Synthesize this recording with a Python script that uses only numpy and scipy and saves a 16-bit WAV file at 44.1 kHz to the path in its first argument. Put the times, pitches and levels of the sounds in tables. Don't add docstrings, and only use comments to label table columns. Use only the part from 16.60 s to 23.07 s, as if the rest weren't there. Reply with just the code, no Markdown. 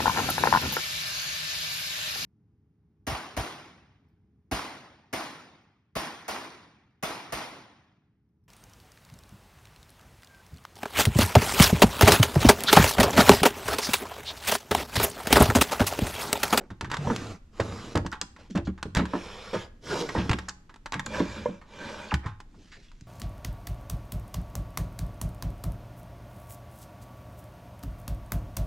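import sys
import numpy as np
from scipy import signal
from scipy.fft import rfft, irfft, next_fast_len
from scipy.io import wavfile
from scipy.ndimage import uniform_filter1d, map_coordinates

SR = 44100
rng = np.random.default_rng(int(sys.argv[2]) if len(sys.argv) > 2 else 0)


def inscribe(sig):
    pcm = np.round(np.clip(np.atleast_2d(sig).T, -1, 1) * 32767)
    wavfile.write(sys.argv[1], SR, pcm.astype(np.int16))


N = 285327
TIME = np.arange(N) / SR

# [f/Hz, density/dB per Hz]
AIR = [(10, -3), (29, 10.5), (45, -4), (250, -12.5), (500, -29), (2000, -35.5), (7000, -43.5), (10000, -54),
       (13000, -54), (15000, -102)]
# [f/Hz, density/dB per Hz]
HANDLING_COLOUR = [(30, -13), (70, 14.5), (120, -5), (220, 0), (350, -5.5), (700, -38), (2000, -54)]
AIR_DB, HANDLING_DB = -53, -62
# [f/Hz, t60/s]
ROOM_T60 = [(100, 0.27), (500, 0.46), (2000, 0.45), (6000, 0.33), (12000, 0.37)]

# [f/Hz, gain/dB]
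WIDTH = [(60, -21), (150, -15), (400, -4), (2000, 2), (5000, 0), (9000, 6)]
# [f/Hz, left minus right/dB]
LEAN = [(150, 0), (280, -1.2), (600, -2.1), (1800, -1.8), (4500, -.4), (10000, -.8)]
# [f/Hz, lead of the left/rad]
LEAD = [(170, 0), (600, .24), (1400, .27), (3200, -.4), (8000, -.45), (12000, -.1)]
EDGE_HZ = 15200

# [t/s, length/s, level/dB, centre f/Hz, spread/octaves]
SCUFFS = [(0.0, 0.072, -44.5, 250, 1.8), (1.515, 0.048, -37, 1300, 0.46), (1.78, 0.12, -52, 600, 2.9),
          (1.898, 0.05, -53, 3500, 2.4), (1.962, 0.038, -35, 1300, 1.2), (2.048, 0.035, -51.5, 4250, 1.2),
          (2.068, 0.034, -39.5, 880, 1.47), (2.381, 0.044, -30, 1700, 1.05),
          (3.267, 0.023, -41, 1600, 0.76), (3.573, 0.084, -39, 2500, 0.95), (5.625, 0.12, -46.5, 1200, 1.1),
          (5.872, 1, -64, 2720, 2.6), (5.968, 0.086, -53, 280, 0.85), (6.115, 0.064, -47.5, 2050, 1.34),
          (6.16, 0.082, -53.5, 332, 0.93), (6.222, 0.073, -61.5, 2470, 1.8)]
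SCUFF_RISE, SCUFF_FADE_DB = 0.16, -19.5

# [t/s, level of the first 2.5 ms/dB, centre f/Hz, spread/octaves]
SNAPS = [(0.5628, -28.5, 3060, 1.5), (1.517, -42.5, 5500, 0.31), (1.6143, -23.5, 4400, 0.84),
         (3.887, -32, 6300, 0.6), (3.894, -31.5, 6000, 0.62), (4.4612, -35, 7100, 0.17),
         (5.5415, -28, 2600, 0.61), (6.41, -51, 4800, 1.7)]
# [f/Hz, level/dB, t60/s]
BAIL = [(871, -3.5, 0.14), (1091, -3, 0.11), (1300, -7.5, 0.085), (1600, 2, 0.064), (1910, 10, 0.019),
        (2630, -20, 0.03), (3770, -10.5, 0.081)]
# [t/s, reference level/dB, treble against it/dB, ring of the struck spot f/Hz, number of strikes]
CLACKS = [(0.103, -35.5, -22, 1450, 1), (0.21, -22.5, -14.5, 1330, 1), (0.245, -28.5, -23, 1660, 1),
          (0.3, -30, -20, 1640, 1), (0.315, -20.5, -16, 1610, 1), (0.326, -27.5, -23, 1600, 1),
          (0.333, -26, -24, 1100, 1), (0.341, -21, -16.5, 1630, 1), (0.368, -24, -15, 1800, 1),
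          (1, -19, -20, 1680, 1), (1.356, -24.5, -10, 1710, 2), (1.463, -25, -16, 1600, 1),
          (1.526, -25, -21, 1192, 1), (1.553, -39.5, -22.5, 1300, 1), (1.614, -27.5, -18.5, 1300, 1),
          (1.763, -41.5, -20, 1680, 1), (1.956, -28, -16.5, 1690, 2), (2.178, -41, -23, 1660, 1),
          (2.228, -22.5, -13, 1600, 1), (2.3495, -22, -9, 1360, 1), (2.358, -19.5, -19, 1730, 1),
          (2.368, -20.5, -14, 2270, 1), (2.398, -29, -29.5, 980, 1), (2.454, -28.5, -18, 1770, 1),
          (3.421, -29.5, -11.5, 1670, 1), (3.49, -24, -20, 1980, 1), (3.558, -27.5, -32, 1680, 1),
          (3.694, -18, -15.5, 2630, 3), (3.786, -25.5, -17.5, 1840, 1), (3.884, -27, -21.5, 1700, 1),
          (4.094, -41.5, -22.5, 1680, 1), (4.141, -42, -15, 1360, 2), (4.259, -26.5, -17, 1810, 1),
          (4.322, -24, -11.5, 2350, 2), (4.332, -22, -26, 2160, 1), (4.395, -21, -16, 1740, 1),
          (4.463, -26, -12, 1550, 1), (5.014, -42, -24.5, 1120, 1), (5.5407, -19, -17.5, 1570, 1),
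          (5.66, -28, -26, 1220, 1), (5.802, -35.5, -17.5, 1680, 1), (6.316, -48, -14, 1300, 1)]
# [f/Hz, density/dB per Hz]
CLACK_COLOUR = [(300, 9), (700, 0.5), (900, 14), (1600, 6.5), (2700, -1.5), (3700, -5), (5200, -10),
                (7500, -13.5), (9000, -24), (12000, -31), (15000, -60)]
CLACK_T60_S, CLACK_SHORTENING_PER_DB = 0.059, 0.1384
REBOUND_S, REBOUND_DB = 0.0187, -0.5

# [f/Hz, level/dB, t60/s]
PANEL = [(210, -11.5, 0.11), (478, 3, 0.083), (562.5, -1, 0.1), (927, 2, 0.047), (1034, -4.5, 0.047),
         (1670, -18, 0.055), (2050, -22, 0.071)]
# [t/s, level of the first 25 ms/dB, tilt/dB per octave]
CATCHES = [(0.4714, -30.5, 1.5), (0.5, -34, 7), (0.9958, -30.5, -1), (2.931, -32.5, -8.5),
           (4.601, -31.5, 7.5), (4.8573, -25.5, 1)]
# [f/Hz, level/dB, t60/s]
WOOD = [(68.9, 1.5, 0.51), (79.7, 1.5, 0.21), (93.2, 3.5, 0.24), (111.4, -1.5, 0.3), (140.4, -2.5, 0.097),
        (182.8, 5.5, 0.18), (220, 0.5, 0.15), (247.4, -7.5, 0.11), (287, 0, 0.18), (337.1, -5.5, 0.25),
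        (400, -9, 0.12), (470.3, -3, 0.076), (518, -10.5, 0.048), (586.7, -13.5, 0.15), (670, -21.5, 0.22),
        (890, 4.5, 0.036), (921, 2, 0.048), (1050, 2, 0.032), (1234, -2, 0.08), (1480, 5, 0.02),
        (1680, -1, 0.1), (2410, -11.5, 0.035), (3400, -6, 0.03)]
# [t/s, strike level/dB, strike f/Hz,
# strike spread/octaves, thud level/dB, thud f/Hz, ring of the thud/factor on t60]
KNOCKS = [(0.102, -43.5, 228, 1.3, -41.5, 123, 0.73), (0.222, -38, 276, 2.1, -38, 111, 3),
          (0.275, -47, 200, 1.3, -41, 118, 1.8), (0.996, -28, 490, 0.71, -30, 119, 0.59),
          (1.119, -41, 250, 1.6, -39.5, 127, 0.78), (1.352, -24.5, 417, 2.04, -25.5, 98, 1.14),
          (1.366, -28, 600, 1.3, -30, 201, 0.8), (1.394, -38.5, 344, 1.2, -30.5, 79.5, 1.17),
          (1.447, -38, 430, 1.45, -36.5, 127, 0.64), (1.617, -47, 330, 1.2, -52, 220, 1.2),
          (1.898, -46.5, 286, 0.69, -38, 206, 1.4), (1.95, -28, 328, 1.67, -25.5, 170, 0.82),
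          (1.975, -31, 400, 1.1, -36, 70, 2.3), (2.076, -27, 219, 0.76, -34, 67.3, 1.7),
          (2.253, -36, 210, 1.37, -40.5, 114.4, 6.5), (2.367, -21, 238, 2.64, -29, 84, 0.97),
          (2.391, -30.5, 500, 1.2, -25.5, 190, 1.33), (2.423, -34, 300, 0.79, -34, 132, 1),
          (2.534, -28, 564, 1.34, -28.5, 267.7, 0.97), (2.55, -30.5, 560, 1.14, -38, 226, 0.71),
          (2.942, -28.5, 428, 0.46, -36, 147, 1.3), (3.55, -28, 504, 1.3, -30, 176, 4),
          (3.569, -32, 237, 1, -25.5, 80, 1.08), (3.589, -33.5, 420, 1.5, -39, 128, 1.3),
          (3.651, -38.5, 298, 1.9, -37, 150, 1.2), (3.692, -30, 262, 0.58, -21, 85.5, 0.83),
          (3.713, -33, 600, 1.3, -31, 149.6, 1.3), (3.745, -33.5, 228, 0.65, -47, 83.5, 0.8),
          (4.35, -37.5, 225, 1.6, -41.5, 148, 3.1), (4.6, -22.5, 296, 0.92, -37, 220, 0.7),
          (4.885, -36.5, 298, 1.04, -35.5, 170, 1.56), (5.517, -36.5, 1390, 1.2, -40, 230, 1.1),
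          (5.528, -34.5, 270, 1.3, -22, 80, 0.55), (5.65, -46.5, 305, 1.5, -29.5, 113, 1.07),
          (5.943, -61.5, 600, 1.1, -59, 202, 1), (6.412, -54.5, 227, 0.64, -48, 130, 0.61)]
LANDING_S, STRIKE_RING, THUD_SPREAD_OCTAVES = 0.00809, 1, 0.5

# [t/s, pitch before a chance offset f/Hz, level/dB]
SQUEAK = [(5.511, 2164, -30), (5.513, 1810, -31), (5.518, 1050, -30), (5.522, 704, -25),
          (5.533, 647, -29.5)]
# [t/s, length/s, slip rate at the start/per s,
# slip rate at the end/per s, level/dB, brightness f/Hz]
CREAKS = [(0.383, 0.11, 146, 134, -34.5, 152), (0.448, 0.021, 180, 170, -40, 600),
          (0.471, 0.052, 106, 132, -29.5, 148), (0.499, 0.022, 314, 265, -32.5, 1130),
          (0.506, 0.029, 256, 170, -26, 360), (3.304, 0.037, 1380, 1370, -36, 1370),
          (3.325, 0.018, 400, 420, -31, 430), (3.354, 0.0186, 450, 475, -29, 600),
          (3.413, 0.047, 495, 430, -34.5, 445), (4.536, 0.021, 1700, 1260, -40, 1700),
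          (4.606, 0.037, 208, 174, -36, 255)]
# [t/s, rise/s, length/s, release/s,
# mean extra scrape when fully bound/dB, level of its jerks before scatter/dB]
BINDS = [(2.931, 0.0049, 0.019, 0.028, 9, -40.5), (3.277, 0.037, 0.14, 0.011, 8, -40.5),
         (3.542, 0.0025, 0.038, 0.046, 2.5, -40), (4.512, 0.095, 0.09, 0.0074, 6, -52)]
BIND_GRIT, BIND_RUMBLE = 0.18, 0.29
JERKS_PER_S, JERK_HZ, JERK_SCATTER_OCTAVES = 72, 666, 0.91
JOLTS_PER_S, JOLT_HZ, JOLT_DB = 11, 170, -4.5

# [start t/s, up to speed t/s, slows t/s, rests t/s, hiss of the runners level/dB,
# rasp of the box level/dB, rumble level/dB, easing of the load over the run/dB]
STROKES = [(0.30, 0.51, 0.72, 0.8, -44.5, -39, -36, 6), (0.909, 1.049, 1.33, 1.386, -48.5, -44, -44, 3),
           (2.41, 2.565, 3.025, 3.1, -48.3, -49.5, -51, 0),
           (3.205, 3.273, 3.48, 3.964, -47, -43.5, -49.5, 0.5),
           (4.409, 4.547, 4.775, 5.053, -43.5, -40.5, -39, 4),
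           (5.027, 5.281, 5.52, 5.56, -44, -40, -52.5, 7)]
# [f/Hz, density/dB per Hz]
SCRAPE_TOP = [(35, -39), (60, -8), (102, 5.5), (155, -13), (214, -5), (355, -2.5), (448, -4.5), (744, -5),
              (1050, -14), (1750, -21), (5820, -26.5), (11900, -47), (15000, -63)]
# [f/Hz, density/dB per Hz]
SCRAPE_MIDDLE = [(35, -9), (60, 7.5), (170, -9), (204, 4), (246, -15), (469, 10), (711, 3.5), (960, 6),
                 (1600, -8), (1880, -12.5), (3580, -15), (11900, -40.5), (15000, -65)]
# [f/Hz, density/dB per Hz]
SCRAPE_BINDING = [(35, -49), (60, -6), (162, -4), (251, -19), (458, -7), (762, -7.5), (916, -32),
                  (1010, -15), (1710, -23), (2150, -24), (2360, -17), (2600, -28), (2850, -17), (4500, -19),
                  (5500, -20), (6500, -26.5), (12200, -41.5), (15000, -62)]
# [f/Hz, density/dB per Hz]
SCRAPE_BOTTOM = [(35, -43), (60, 12), (148, -3), (224, -5.5), (418, -2.5), (564, 4.5), (711, -10.5),
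                 (916, -1), (2060, -23.5), (3660, -23), (7500, -38), (12500, -52.5), (15000, -76.5)]
# [f/Hz, width/Hz, level/dB]
BOX_TOP = [(460, 71, 6.5), (1170, 480, -4)]
# [f/Hz, width/Hz, level/dB]
BOX_MIDDLE = [(439, 125, 3.5), (940, 30, -3), (1460, 70, -6), (1690, 50, -6), (2360, 100, -9.5),
              (3570, 230, -20), (5330, 1000, -16)]
# [f/Hz, width/Hz, level/dB]
BOX_BOTTOM = [(213.5, 22, 10), (600, 71, 4), (930, 19, 6), (1550, 240, -7), (2384, 130, -11.5),
              (3500, 170, -16.5), (5530, 1500, -26.5)]
SPEED_DB_PER_DECADE = 29
RASP_EASING, RUMBLE_EASING = 1.63, 1.1


def amp(db):
    return 10 ** (np.asarray(db) / 20)


def unit(x):
    return x / np.sqrt(np.mean(x ** 2) + 1e-20)


def read(points, hz):
    f, value = np.transpose(points)
    return np.interp(np.log(hz + 1), np.log(f + 1), value)


def swell(s, db):
    return amp(np.interp(TIME, np.r_[s[0] - .02, s, s[-1] + .03], np.r_[-120, db, -120]))


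def shape(x, gain):
    size = next_fast_len(x.shape[-1] + 2048)
    spectrum = rfft(x, size) * gain(np.fft.rfftfreq(size, 1 / SR))
    return irfft(spectrum, size)[..., :x.shape[-1]]


def below(hz, edge_hz, order=8):
    return 1 / np.sqrt(1 + (hz / edge_hz) ** order)


def above(hz, edge_hz):
    return np.sqrt(1 - below(hz, edge_hz) ** 2)


def noise(colour, count=N):
    return unit(shape(rng.standard_normal(count), lambda hz: amp(read(colour, hz))))


def waver(per_s):
    knots = rng.standard_normal(4096)
    return unit(np.interp(TIME * per_s, np.arange(len(knots)), knots))


def add(mix, s, sound):
    part = mix[max(round(s * SR), 0):][:len(sound)]
    part += sound[:len(part)]


def scattered(start, length, per_s):
    draws = rng.random((24, 3))
    s = start + (np.arange(len(draws)) + draws[:, 0]) / per_s
    return np.c_[s, 2 * draws[:, 1:] - 1][s < start + length]


def ring(modes, t, weight=1, hold=1, in_step_hz=330):
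    hz, db, t60 = np.transpose(modes)[:, :, None]
    phase = rng.random() + rng.uniform(-0.55, 0.54, hz.shape) * np.minimum(hz / in_step_hz, 1)
    decay = amp(db - 60 * t / (t60 * hold))
    return (weight * decay * np.sin(2 * np.pi * (hz * t + phase))).sum(0)


def grain(grain_db, clump_db, clumps_per_s):
    slips = rng.standard_normal(N)
    force_db = grain_db * np.minimum(rng.exponential(1, N), 5)
    return slips * amp(force_db + clump_db * waver(clumps_per_s))


def patches(x, patchy_db, patch_s=0.0446, patch_hz=260):
    z = signal.stft(x, nperseg=512, noverlap=384)[2]
    frame_s = np.arange(z.shape[1]) * 128 / SR
    hz, s = np.meshgrid(np.fft.rfftfreq(512, 1 / SR), frame_s, indexing="ij")
    knots = rng.standard_normal((256, 64))
    field = map_coordinates(knots, [hz / patch_hz, s / patch_s], order=1, mode="mirror")
    return signal.istft(z * amp(patchy_db * field), nperseg=512, noverlap=384)[1][:len(x)]


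def background(diffuse=0.66, unsteady_db=4):
    sides = np.array([[1], [-1]])
    air = amp(AIR_DB) * (noise(AIR) + diffuse * sides * noise(AIR))
    return air + noise(HANDLING_COLOUR) * amp(HANDLING_DB + unsteady_db * waver(6))


def room(x, early_db=-14, tail_db=-16):
    t = np.arange(SR // 2) / SR
    early_t60 = .09
    out = x
    turn = 2 * np.pi * TIME
    for share in (np.sin(turn), np.cos(turn)):
        early, late = rng.standard_normal((2, 2, len(t)))
        early *= amp(-60 * t / early_t60) * (t > .001) * (rng.random(early.shape) < .1)
        hz, at, z = signal.stft(late * (t > .008), SR, nperseg=256)
        decay = amp(-60 * at / read(ROOM_T60, hz)[:, None])
        tail = signal.istft(z * decay, SR, nperseg=256)[1][:, :len(t)]
        echo = amp(early_db) * early / np.linalg.norm(early[0])
        echo = echo + amp(tail_db) * tail / np.linalg.norm(tail[0])
        out = out + signal.fftconvolve((x * share)[None], echo, axes=1)[:, :N]
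    return out


def scuffs(grain_db=3.0, clump_db=1.5, clumps_per_s=260, patchy_db=3.5, top_hz=7200):
    slips = patches(grain(grain_db, clump_db, clumps_per_s), patchy_db)
    out = np.zeros(N)
    for s, length, db, centre_hz, spread in SCUFFS:
        def colour(hz):
            octaves = np.log2((hz + 1) / centre_hz)
            return below(hz, top_hz, order=12) / (1 + (octaves / spread) ** 2) ** 2

        rub = shape(slips[max(round(s * SR), 0):][:round(2 * length * SR)], colour)
        age = np.arange(len(rub)) / (length * SR)
        build = np.minimum(age / SCUFF_RISE, 1)
        fade = amp(db + SCUFF_FADE_DB * np.maximum(age - SCUFF_RISE, 0)) * np.minimum(2 - age, 1)
        add(out, s, unit(rub) * build * fade)
    return out


def snaps(crack_s=0.00048, rattle_db=-9, rattle_t60=0.033, top_hz=7600, bottom_hz=700):
    out = np.zeros(N)
    t = np.arange(SR // 10) / SR
    for s, db, centre_hz, spread in SNAPS:
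        def colour(hz):
            peak = 1 / (1 + (np.log2((hz + 1) / centre_hz) / spread) ** 2)
            return below(hz, top_hz, order=20) * above(hz, bottom_hz) * peak

        fall = np.exp(-t / crack_s) + amp(rattle_db - 60 * t / rattle_t60)
        burst = shape(rng.standard_normal(len(t)) * fall, colour)
        add(out, s, amp(db) * burst / np.std(burst[:SR // 400]))
    return out


def clack(db, treble_db, t60, spot_hz, body_db=-8, bail_db=-5, spot_db=2,
          rise_s=0.00083, crack_db=4, crack_s=0.00088, treble_hold=0.83, detune=0.0509):
    t = np.arange(SR // 3) / SR
    t60 = max(t60, .008)
    spot_width = .1
    clatter = noise(CLACK_COLOUR, count=len(t))
    clatter = shape(clatter, lambda hz: 1 + amp(spot_db) / (1 + ((hz / spot_hz - 1) / spot_width) ** 2))
    onset = 1 - np.exp(-t / rise_s)
    crack = (1 + amp(crack_db) * np.exp(-t / crack_s)) * onset
    body = unit(shape(clatter, lambda hz: below(hz, 3220))) * amp(-60 * t / t60) * crack
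    grip = 1 + detune * rng.standard_normal()
    body += amp(bail_db) * ring(BAIL, t * grip, hold=t60 / 0.053) * onset / 2
    treble = unit(shape(clatter, lambda hz: above(hz, 3720)))
    treble = treble * amp(-60 * t / (t60 * treble_hold)) * crack
    head = slice(0, SR // 200)
    body = amp(body_db) * body / np.std(body[head])
    treble = amp(treble_db) * treble / np.std(treble[head])
    return amp(db) * (body + treble)


def handles(usual_treble_db=-18, dulling_db=-1):
    out = np.zeros(N)
    for s, db, treble_db, spot_hz, strikes in CLACKS:
        t60 = CLACK_T60_S * np.exp(-CLACK_SHORTENING_PER_DB * (treble_db - usual_treble_db))
        for k in range(round(strikes)):
            hit = clack(db + k * REBOUND_DB, treble_db + k * dulling_db, t60, spot_hz)
            add(out, s + k * REBOUND_S, hit)
    return out


def catches(contact_s=0.00091, detune=0.021):
    out = np.zeros(N)
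    t = np.arange(SR // 4) / SR
    octaves = np.log2(np.array(PANEL)[:, :1] / PANEL[0][0])
    build = 1 - np.exp(-(t / contact_s) ** 2)
    for s, db, tilt_db in CATCHES:
        shift = 1 + detune * rng.standard_normal()
        sound = ring(PANEL, t * shift, amp(tilt_db * octaves)) * build
        add(out, s, amp(db) * sound / np.std(sound[:SR // 40]))
    return out


def knock(db, centre_hz, spread, hold, chatter_db=-6, chatter_t60=0.1, chatter_lift=1.215,
          chatter_top_hz=7500, detune=0.021):
    t = np.arange(SR // 2) / SR

    def blow(hz):
        return 1 / (1 + (np.log2((hz + 1) / centre_hz) / spread) ** 2) ** 2

    shift = 1 + detune * rng.standard_normal()
    modes = ring(WOOD, t * shift, blow(np.array(WOOD)[:, :1]), hold)
    chatter = rng.standard_normal(len(t))
    chatter = shape(chatter, lambda hz: blow(hz / chatter_lift) * below(hz, chatter_top_hz))
    chatter = chatter * amp(-60 * t / (chatter_t60 * hold))
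    head = slice(0, SR // 40)
    sound = modes / np.std(modes[head]) + amp(chatter_db) * chatter / np.std(chatter[head])
    contact_s = .0012 + .25 / centre_hz
    sound *= 1 - np.exp(-(t / contact_s) ** 2)
    return amp(db) * sound / np.std(sound[head])


def bumps():
    out = np.zeros(N)
    for s, strike_db, strike_hz, spread, thud_db, thud_hz, hold in KNOCKS:
        add(out, s, knock(strike_db, strike_hz, spread, STRIKE_RING))
        add(out, s + LANDING_S, knock(thud_db, thud_hz, THUD_SPREAD_OCTAVES, hold))
    return out


def squeak(skip_db=-13, rough=0.22, jitter=.2):
    s, hz, db = np.transpose(SQUEAK)
    rate = np.interp(TIME, s, hz) * (1 + jitter * waver(900))
    phase = 2 * np.pi * np.cumsum(rate) / SR
    tone = (np.sin(phase) + amp(skip_db) * np.sin(phase / 2)) * (1 + rough * waver(600))
    return tone * swell(s, db)


def creaks(jitter=0.07, uneven_db=3, spread=0.53, hold=0.28, edge_s=0.0042, breakaway_db=4):
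    out = np.zeros(N)
    t = np.arange(SR // 8) / SR
    for s, length, first_hz, last_hz, db, centre_hz in CREAKS:
        wobble, force = rng.standard_normal((2, len(t)))
        rate = np.interp(t, [0, length], [first_hz, last_hz])
        rate = rate * (1 + jitter * unit(uniform_filter1d(wobble, size=90)))
        slips = np.diff(np.floor(np.cumsum(rate) / SR), prepend=-1)
        slips = slips * amp(uneven_db * force + breakaway_db * np.exp(-t / edge_s))
        slips = slips * np.clip((length - t) / edge_s, 0, 1)
        sound = signal.fftconvolve(slips, knock(0, centre_hz, spread, hold))
        add(out, s, amp(db) * sound / np.sqrt(np.sum(sound ** 2) / (length * SR)))
    return out


def jerks(scatter_db=4, spread=1.0, hold=3.0, onset_db=-9):
    out = np.zeros(N)
    for start, rise, length, _, _, db in BINDS:
        for s, force, place in scattered(start, length, JERKS_PER_S):
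            level = db + scatter_db * force + onset_db * max(1 - (s - start) / rise, 0)
            add(out, s, knock(level, JERK_HZ * 2 ** (JERK_SCATTER_OCTAVES * place), spread, hold))
    return out


def jolts(stroke, scatter_db=4, spread=0.77, hold=0.81):
    s, _, _, rumble = np.transpose(stroke)
    out = np.zeros(N)
    for at, force, place in scattered(s[0], s[-1] - s[0], JOLTS_PER_S):
        level = np.interp(at, s, rumble) + JOLT_DB + scatter_db * force
        add(out, at, knock(level, JOLT_HZ * 2 ** (place / 2), spread, hold))
    return out


def travel(start, moving, slowing, rest, hiss_db, rasp_db, rumble_db, easing_db):
    s = np.linspace(start, rest, 200)
    speeding, braking = (s - start) / (moving - start), (rest - s) / (rest - slowing)
    speed = np.clip(np.minimum(speeding, braking), .01, 1)
    eased = easing_db * np.clip((s - moving) / (slowing - moving), 0, 1)
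    binding = sum(db * np.clip((s - at) / rise, 0, 1) * np.exp(-np.maximum(s - at - length, 0) / release)
                  for at, rise, length, release, db, _ in BINDS)
    binding = binding * (1 + BIND_GRIT * rng.standard_normal(len(s)))
    drive = SPEED_DB_PER_DECADE * np.log10(speed)
    hiss = hiss_db + drive + binding - eased
    rasp = rasp_db + drive + binding - RASP_EASING * eased
    rumble = rumble_db + drive + BIND_RUMBLE * binding - RUMBLE_EASING * eased
    return np.c_[s, hiss, rasp, rumble]


def slide(stroke, colour, box, outward, box_db=-3, ripple_db=3, glide=0.0296, grain_db=2.0, judder_db=0.5,
          sheen_db=4, sheen_hz=7100, clump_db=1.0, patchy_db=3.0):
    s, hiss, rasp, rumble = np.transpose(stroke)
    slips = grain(grain_db, clump_db, 500)
    ripple = rng.standard_normal(256)

    def body(hz):
        peaks = sum(amp(db + box_db) ** 2 / (1 + (2 * (hz - f) / width) ** 2) ** 2 for f, width, db in box)
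        fine = np.interp(hz, np.linspace(0, SR / 2, len(ripple)), np.tanh(ripple))
        sheen = sheen_db * np.exp(-((hz - sheen_hz) / 800) ** 2)
        resonant = np.sqrt(amp(read(colour, hz)) ** 2 + peaks)
        return resonant * amp(sheen + ripple_db * fine * above(hz, 1335))

    near = (TIME > s[0] - .03) & (TIME < s[-1] + .04)
    drift = 1 + glide * (-1 if outward else 1) * np.linspace(-.5, .5, near.sum())
    scrape = map_coordinates(shape(slips[near], body), [np.cumsum(drift)], order=3, mode="mirror")
    scrape = patches(scrape, patchy_db)
    judder = judder_db * waver(110)[near]
    split_hz = 1900
    bands = [(lambda hz: above(hz, split_hz), hiss, .4),  # gain, level/dB, share of the judder
             (lambda hz: below(hz, split_hz) * above(hz, 150), rasp, 1),
             (lambda hz: below(hz, 269), rumble, 1)]
    out = np.zeros(N)
    for band, db, share in bands:
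        out[near] += unit(shape(scrape, band)) * swell(s, db)[near] * amp(share * judder)
    return out


def scene():
    colours = [SCRAPE_TOP, SCRAPE_TOP, SCRAPE_MIDDLE, SCRAPE_BINDING, SCRAPE_BOTTOM, SCRAPE_BOTTOM]
    boxes = [BOX_TOP, BOX_MIDDLE, BOX_BOTTOM]
    floor = background()
    strokes = [travel(*row) for row in STROKES]
    scrapes = sum(slide(stroke, colours[k], boxes[k // 2], k % 2 == 0) for k, stroke in enumerate(strokes))
    metal = handles() + snaps()
    sticking = squeak() + creaks() + jerks()
    knocks = bumps() + catches() + sum(map(jolts, strokes))
    return room(scrapes + sticking + knocks + metal + scuffs()) + floor


def record(dry):
    def port(hz):
        return amp(read(LEAN, hz) / 2) * np.exp(.5j * read(LEAD, hz))

    mid = dry.mean(0)
    side = shape(dry[0] - mid, lambda hz: amp(read(WIDTH, hz)))
    left, right = shape(mid + side, port), shape(mid - side, lambda hz: 1 / port(hz))
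    edge = signal.firwin(511, EDGE_HZ, window=("kaiser", 9), fs=SR)
    return signal.oaconvolve(np.array([left, right]), edge[None], "same", axes=1)


dry = scene()
out = record(dry)
inscribe(out)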